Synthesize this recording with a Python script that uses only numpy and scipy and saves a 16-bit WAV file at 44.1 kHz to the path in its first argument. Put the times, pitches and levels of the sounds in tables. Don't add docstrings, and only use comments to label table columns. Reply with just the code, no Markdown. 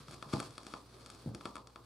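import sys
import numpy as np
from scipy import signal
from scipy.io import wavfile

SR = 44100
rng = np.random.default_rng(int(sys.argv[2]) if len(sys.argv) > 2 else 0)


def to_linear_factor(level_db):
    exponent = np.asarray(level_db, float) / 20
    return 10 ** exponent


def wrap_up_sound(samples):
    columns = np.atleast_2d(samples).T
    tamed = np.clip(columns, -1, 1)
    steps = np.round(tamed * 32767).astype(np.int16)
    wavfile.write(sys.argv[1], SR, steps)


N = 81585
HISS_CUT_HZ = 15900


def rms_one(x):
    return x / np.sqrt(np.mean(x ** 2) + 1e-20)


def at_hz(points, hz):
    points = np.array(points)
    return np.interp(np.log(hz), np.log(points[:, 0]), points[:, 1])


def drift(rate):
    r = np.exp(-80 * np.pi * rate / SR)
    noise = rng.standard_normal(N // 40 + 2002)
    slow = signal.lfilter([1], [1, -2 * r, r * r], noise)[2000:]
    return np.interp(np.arange(N) / 40, np.arange(len(slow)), rms_one(slow))


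def clicks(s, sizes):
    return np.bincount((np.asarray(s) * SR).astype(int), sizes, N + SR)[:N] + 1e-18


def late(x, s):
    return np.interp(np.arange(N) - s * SR, np.arange(N), x, left=0)


def ring(x, hz, t60):
    r = to_linear_factor(-60 / (t60 * SR))
    w = 2 * np.pi * hz / SR
    return signal.lfilter([0, np.sin(w)], [1, -2 * r * np.cos(w), r * r], x)


def butter(x, order, hz, kind="low"):
    return signal.sosfilt(signal.butter(order, hz, kind, fs=SR, output="sos"), x)


def bands(level):
    # f/Hz, likeness (1 = the same, 0 = unrelated)
    likeness = [(60, 0.86), (250, 0.94), (500, 0.68), (2000, .6), (4000, .45), (8000, 0.033),
                (12000, 0.0082)]
    out = 0
    edges = 25 * 2 ** np.arange(0, 9.4, 1 / 3)
    white = rng.standard_normal((2, 2, N))
    for k, (low, high) in enumerate(zip(edges, edges[1:])):
        centre = np.sqrt(low * high)
        mid, side = butter(white[k % 2], 2, [low, high], "band")
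        alike = np.clip(at_hz(likeness, centre), -1, 1)
        stereo = np.sqrt(1 + alike) * mid + np.sqrt(1 - alike) * side * [[1], [-1]]
        out = out + level(centre) * stereo
    return out


def hum():
    # f/Hz, rms level/dB
    tones = [(59.2, -66.5), (118.4, -68)]
    t = np.arange(N) / SR
    return sum(np.sqrt(2) * to_linear_factor(db - 1.5 * drift(2)) * np.sin(2 * np.pi * hz * t) for hz, db in tones)


def rumble(groove_db):
    # f/Hz, level/dB
    colour = [(15, -33), (25, -25), (119, 0.5), (186, -9), (375, -3), (897, -12.5), (1060, -4.5),
              (1500, -37.5), (1950, -49), (3300, -120)]
    level_db, follows_groove = -62, 0.31
    noise = rms_one(bands(lambda hz: (hz < 1500) * to_linear_factor(at_hz(colour, hz) + 2.5 * drift(8))))
    return to_linear_factor(level_db + follows_groove * (groove_db - groove_db.mean())) * noise


def groove_hiss(groove_db):
    # f/Hz, level/dB
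    colour = [(700, -18), (1200, 13.5), (1800, 3), (2900, 3.5), (4600, 9), (6500, -2), (10500, 3),
              (14800, -10.5)]
    together = drift(15)
    noise = rms_one(bands(
        lambda hz: (hz > 600) * to_linear_factor(at_hz(colour, hz) + 1.5 * together + 1.2 * drift(15))))
    noise = signal.sosfilt(signal.cheby2(10, 40, HISS_CUT_HZ, fs=SR, output="sos"), noise)
    return to_linear_factor(groove_db) * noise


def room(x):
    # f/Hz, level/dB
    tail_level = [(100, -6.5), (300, 1), (600, 2.5), (900, 10.5), (1250, -6), (2000, -1.5), (4500, -2.5),
                  (11000, -10)]
    # f/Hz, t60/s
    tail_t60 = [(150, 0.32), (400, 0.32), (1040, 0.31), (2760, 0.083), (7280, 0.33)]
    level_db, rise_s = -8, 0.002
    t = np.arange(N) / SR
    tail = bands(lambda hz: to_linear_factor(at_hz(tail_level, hz) - 60 * t / at_hz(tail_t60, hz)))
    tail = tail * (1 - np.exp(-(t / rise_s) ** 2))
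    tail = to_linear_factor(level_db) * tail[:, :SR // 2] / np.sqrt(np.sum(tail ** 2) / 2)
    return signal.fftconvolve(tail, x[None])[:, :N]


def dents():
    # t/s, level/dB, push length/s
    dent_list = [(0.3373, -20.5, 0.0037), (1.2618, -30.5, 0.004), (1.2745, -32, 0.0048),
                 (1.292, -34, 0.00523), (1.317, -40, 0.0045), (1.356, -39.5, 0.0036), (.005, -47.5, 0.0047),
                 (.09, -48, 0.0062), (0.122, -52.5, 0.0055), (.17, -48.5, 0.0045), (.265, -46.5, 0.0055),
                 (0.342, -35, 0.0015), (.5, -53, 0.0073)]
    # f/Hz, level/dB, t60/s
    bass = [(118, -15, 0.29), (141.9, -5.5, 0.2), (165.5, -12, 0.04), (224.7, -13.5, 0.04),
            (288, -28, 0.14), (405, -22.5, 0.088)]
    knock_db, knock_hz, knock_t60_s = -7.5, 475, 0.019
    t = np.arange(N) / SR
    out = np.zeros(N)
    for s, db, length in dent_list:
        u = (t - s - length / 4) / length
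        push = to_linear_factor(db) * np.exp(-(1.6 * u) ** 2) * np.cos(2 * np.pi * u - .4)
        knock = to_linear_factor(knock_db) * ring(clicks([s], [to_linear_factor(db)]), knock_hz, knock_t60_s)
        out += push + knock
    return out + sum(to_linear_factor(db) * ring(out, hz, t60) * hz / SR * 4 for hz, db, t60 in bass)


def speaker(tick, boxy, body):
    # f/Hz, level/dB, t60/s
    cavity = [(2056, -18.5, 0.0047), (3567, -30, 0.0053), (4838, -11, 0.0024), (5566, -9, 0.002),
              (7030, -10.5, 0.0022), (7830, -15.5, 0.0085), (8670, -21.5, 0.014), (9610, -16, 0.0058),
              (10550, -20.5, 0.0067)]
    # delay/s, gain
    echoes = [(.00088, .3), (.00101, -.75), (.0034, -.35)]
    tick_cut_hz, tick_db, snap_db = 18600, -1.5, -4.5
    blunt_cut_hz, blunt_db, tweeter_from_hz = 3400, -3.5, 904
    ring_hz, ring_t60_s, ring_start_s, ring_db, ring_stop = 1230, .08, .00088, 3, .8
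    body_hz, body_t60_s, body_db = 287, 0.016, 11.5

    sharp = butter(tick, 2, tick_cut_hz) * SR / tick_cut_hz / 2
    blunt = butter(boxy, 2, blunt_cut_hz) * SR / blunt_cut_hz / 2
    snap = butter(sharp + to_linear_factor(blunt_db) * blunt, 1, tweeter_from_hz, "high")
    cavity_ring = sum(to_linear_factor(db) * ring(snap, hz, t60) for hz, db, t60 in cavity)
    snap = to_linear_factor(tick_db) * (to_linear_factor(snap_db) * snap + cavity_ring)
    reflected = sum(gain * late(snap, s) for s, gain in echoes)

    box = to_linear_factor(ring_db) * late(ring(boxy, ring_hz, ring_t60_s), ring_start_s)
    box = box - ring_stop * late(box, 3 / ring_hz)
    return snap + reflected - box - to_linear_factor(body_db) * ring(body, body_hz, body_t60_s)


def fine_crackle(groove_db):
    level_db, per_s = 3, 300
    sizes = to_linear_factor(3.83 * np.minimum(rng.exponential(1, N), 3)) * rng.choice([-1, 1], N)
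    chance = per_s * to_linear_factor(groove_db - groove_db.mean() + 5 * drift(8)) / SR
    return to_linear_factor(groove_db + level_db) * sizes * (rng.random(N) < chance)


def scratch():
    start_s, length_s, level_db = .323, .0145, -37.5
    swell = np.clip((np.arange(N) / SR - start_s) / length_s, 0, 1)
    ticks = rng.standard_normal(N) * (rng.random(N) < 5000 / SR)
    return to_linear_factor(level_db) * ticks * swell ** 1.5 * (swell < 1)


def dust(groove_db):
    # t/s, tick level/dB, box ring level/dB and body level/dB (both against the tick)
    specks = [(0.0818, -43, -5, -16), (0.0918, -46.5, -15, -31), (0.1064, -94, 2, -7),
              (0.1095, -37, -33, -21.5), (0.121, -44, -12, -17), (0.1318, -45.5, -7, -8),
              (0.1405, -39.5, -34, -17), (0.2028, -61, -36, -22), (0.2244, -35.5, -4, -18),
              (0.2888, -44.5, -10, -17), (0.379, -46, -12, -24), (0.4, -24.5, -13.5, -21.5),
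              (0.4261, -37.5, -12, -27), (0.5058, -42, -35, -20), (0.5787, -32, -11.5, -26),
              (0.631, -43, -32, -17), (0.6657, -34, -15, -15.5), (0.7365, -39, 1.5, -10),
              (1.06, -35.5, -18.5, -46), (1.1, -34, -26, -30), (1.1471, -41.5, -25, -14.5),
              (1.3471, -32, -20, -16.5), (1.4082, -43, -3.5, -15.5), (1.454, -32.5, -4.5, -10.5),
              (1.4592, -47, 4, -44), (1.5541, -34.5, -7.5, -20), (1.5646, -39.5, -2.5, -17),
              (1.5793, -45.5, -8.5, -19), (1.6707, -41.5, -14, -23), (1.7577, -40, -5, -19.5)]
    arrival_s, edge_s, edge_share, scratch_ring_db = .0014, .00025, .5, -10
    s, db, ring_db, body_db = np.transpose(specks)
    s = s + arrival_s
    fine = fine_crackle(groove_db)
    scrape = scratch()
    lag, share = rng.random((len(s), 2)).T
    edge = clicks(s + edge_s * lag, edge_share * (2 * share - 1) * to_linear_factor(db))
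    tick = clicks(s, to_linear_factor(db)) + edge + fine + scrape
    boxy = clicks(s, to_linear_factor(db + ring_db)) + 0.13 * fine + to_linear_factor(scratch_ring_db) * scrape
    body = clicks(s, to_linear_factor(db + body_db)) + 0.1 * fine
    return speaker(tick, boxy, body)


def scene():
    # t/s, level/dB
    roughness = [(0, -57.5), (0.052, -67), (.13, -58), (0.202, -65), (0.299, -61), (0.348, -54),
                 (0.449, -58), (0.549, -63), (0.702, -60), (0.851, -66), (0.968, -64.5), (1.151, -62.5),
                 (1.289, -63.5), (1.33, -69.5), (1.471, -62), (1.65, -71), (1.85, -70)]
    left_lift_db, lift_from_hz, lift_to_hz = 5.5, 890, 6340
    side_top = 0.2
    groove_db = np.interp(np.arange(N) / SR, *np.transpose(roughness))
    direct = dust(groove_db) + dents()
    mids = butter(direct, 1, [lift_from_hz, lift_to_hz], "band")
    top = butter(direct, 2, lift_to_hz, "high")
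    lift = (to_linear_factor(left_lift_db / 2) - 1) * mids * [[1], [-1]]
    glance = side_top * late(top, .0002) * [[-.6], [1]]
    noise_floor = groove_hiss(groove_db) + rumble(groove_db) + hum()
    return direct + lift + glance + room(direct) + noise_floor


def low_pass(x):
    return signal.sosfilt(signal.butter(12, 16400, fs=SR, output="sos"), x)


def record(dry):
    treble_right_db, treble_hz = 4, 9600
    top_hz, top_loss_db, low_cut_hz, cutoff_hz = 10650, -8, 55, 16600
    air_db, air_from_hz = -84.5, 11500
    high = signal.sosfiltfilt(signal.butter(2, treble_hz, "high", fs=SR, output="sos"), dry)
    x = dry + high * (to_linear_factor(treble_right_db / 2) - 1) * [[-1], [1]]
    low = signal.sosfiltfilt(signal.butter(8, top_hz, fs=SR, output="sos"), x)
    x = low + to_linear_factor(top_loss_db) * (x - low)
    air = butter(rng.standard_normal((2, N)), 6, [air_from_hz, HISS_CUT_HZ - 500], "band")
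    x = x + to_linear_factor(air_db + 2.0 * drift(5)) * rms_one(air)
    x = butter(x, 4, low_cut_hz, "high")
    x = signal.sosfilt(signal.cheby2(12, 50, cutoff_hz, fs=SR, output="sos"), x)
    return low_pass(x)


dry = scene()
out = record(dry)
wrap_up_sound(out)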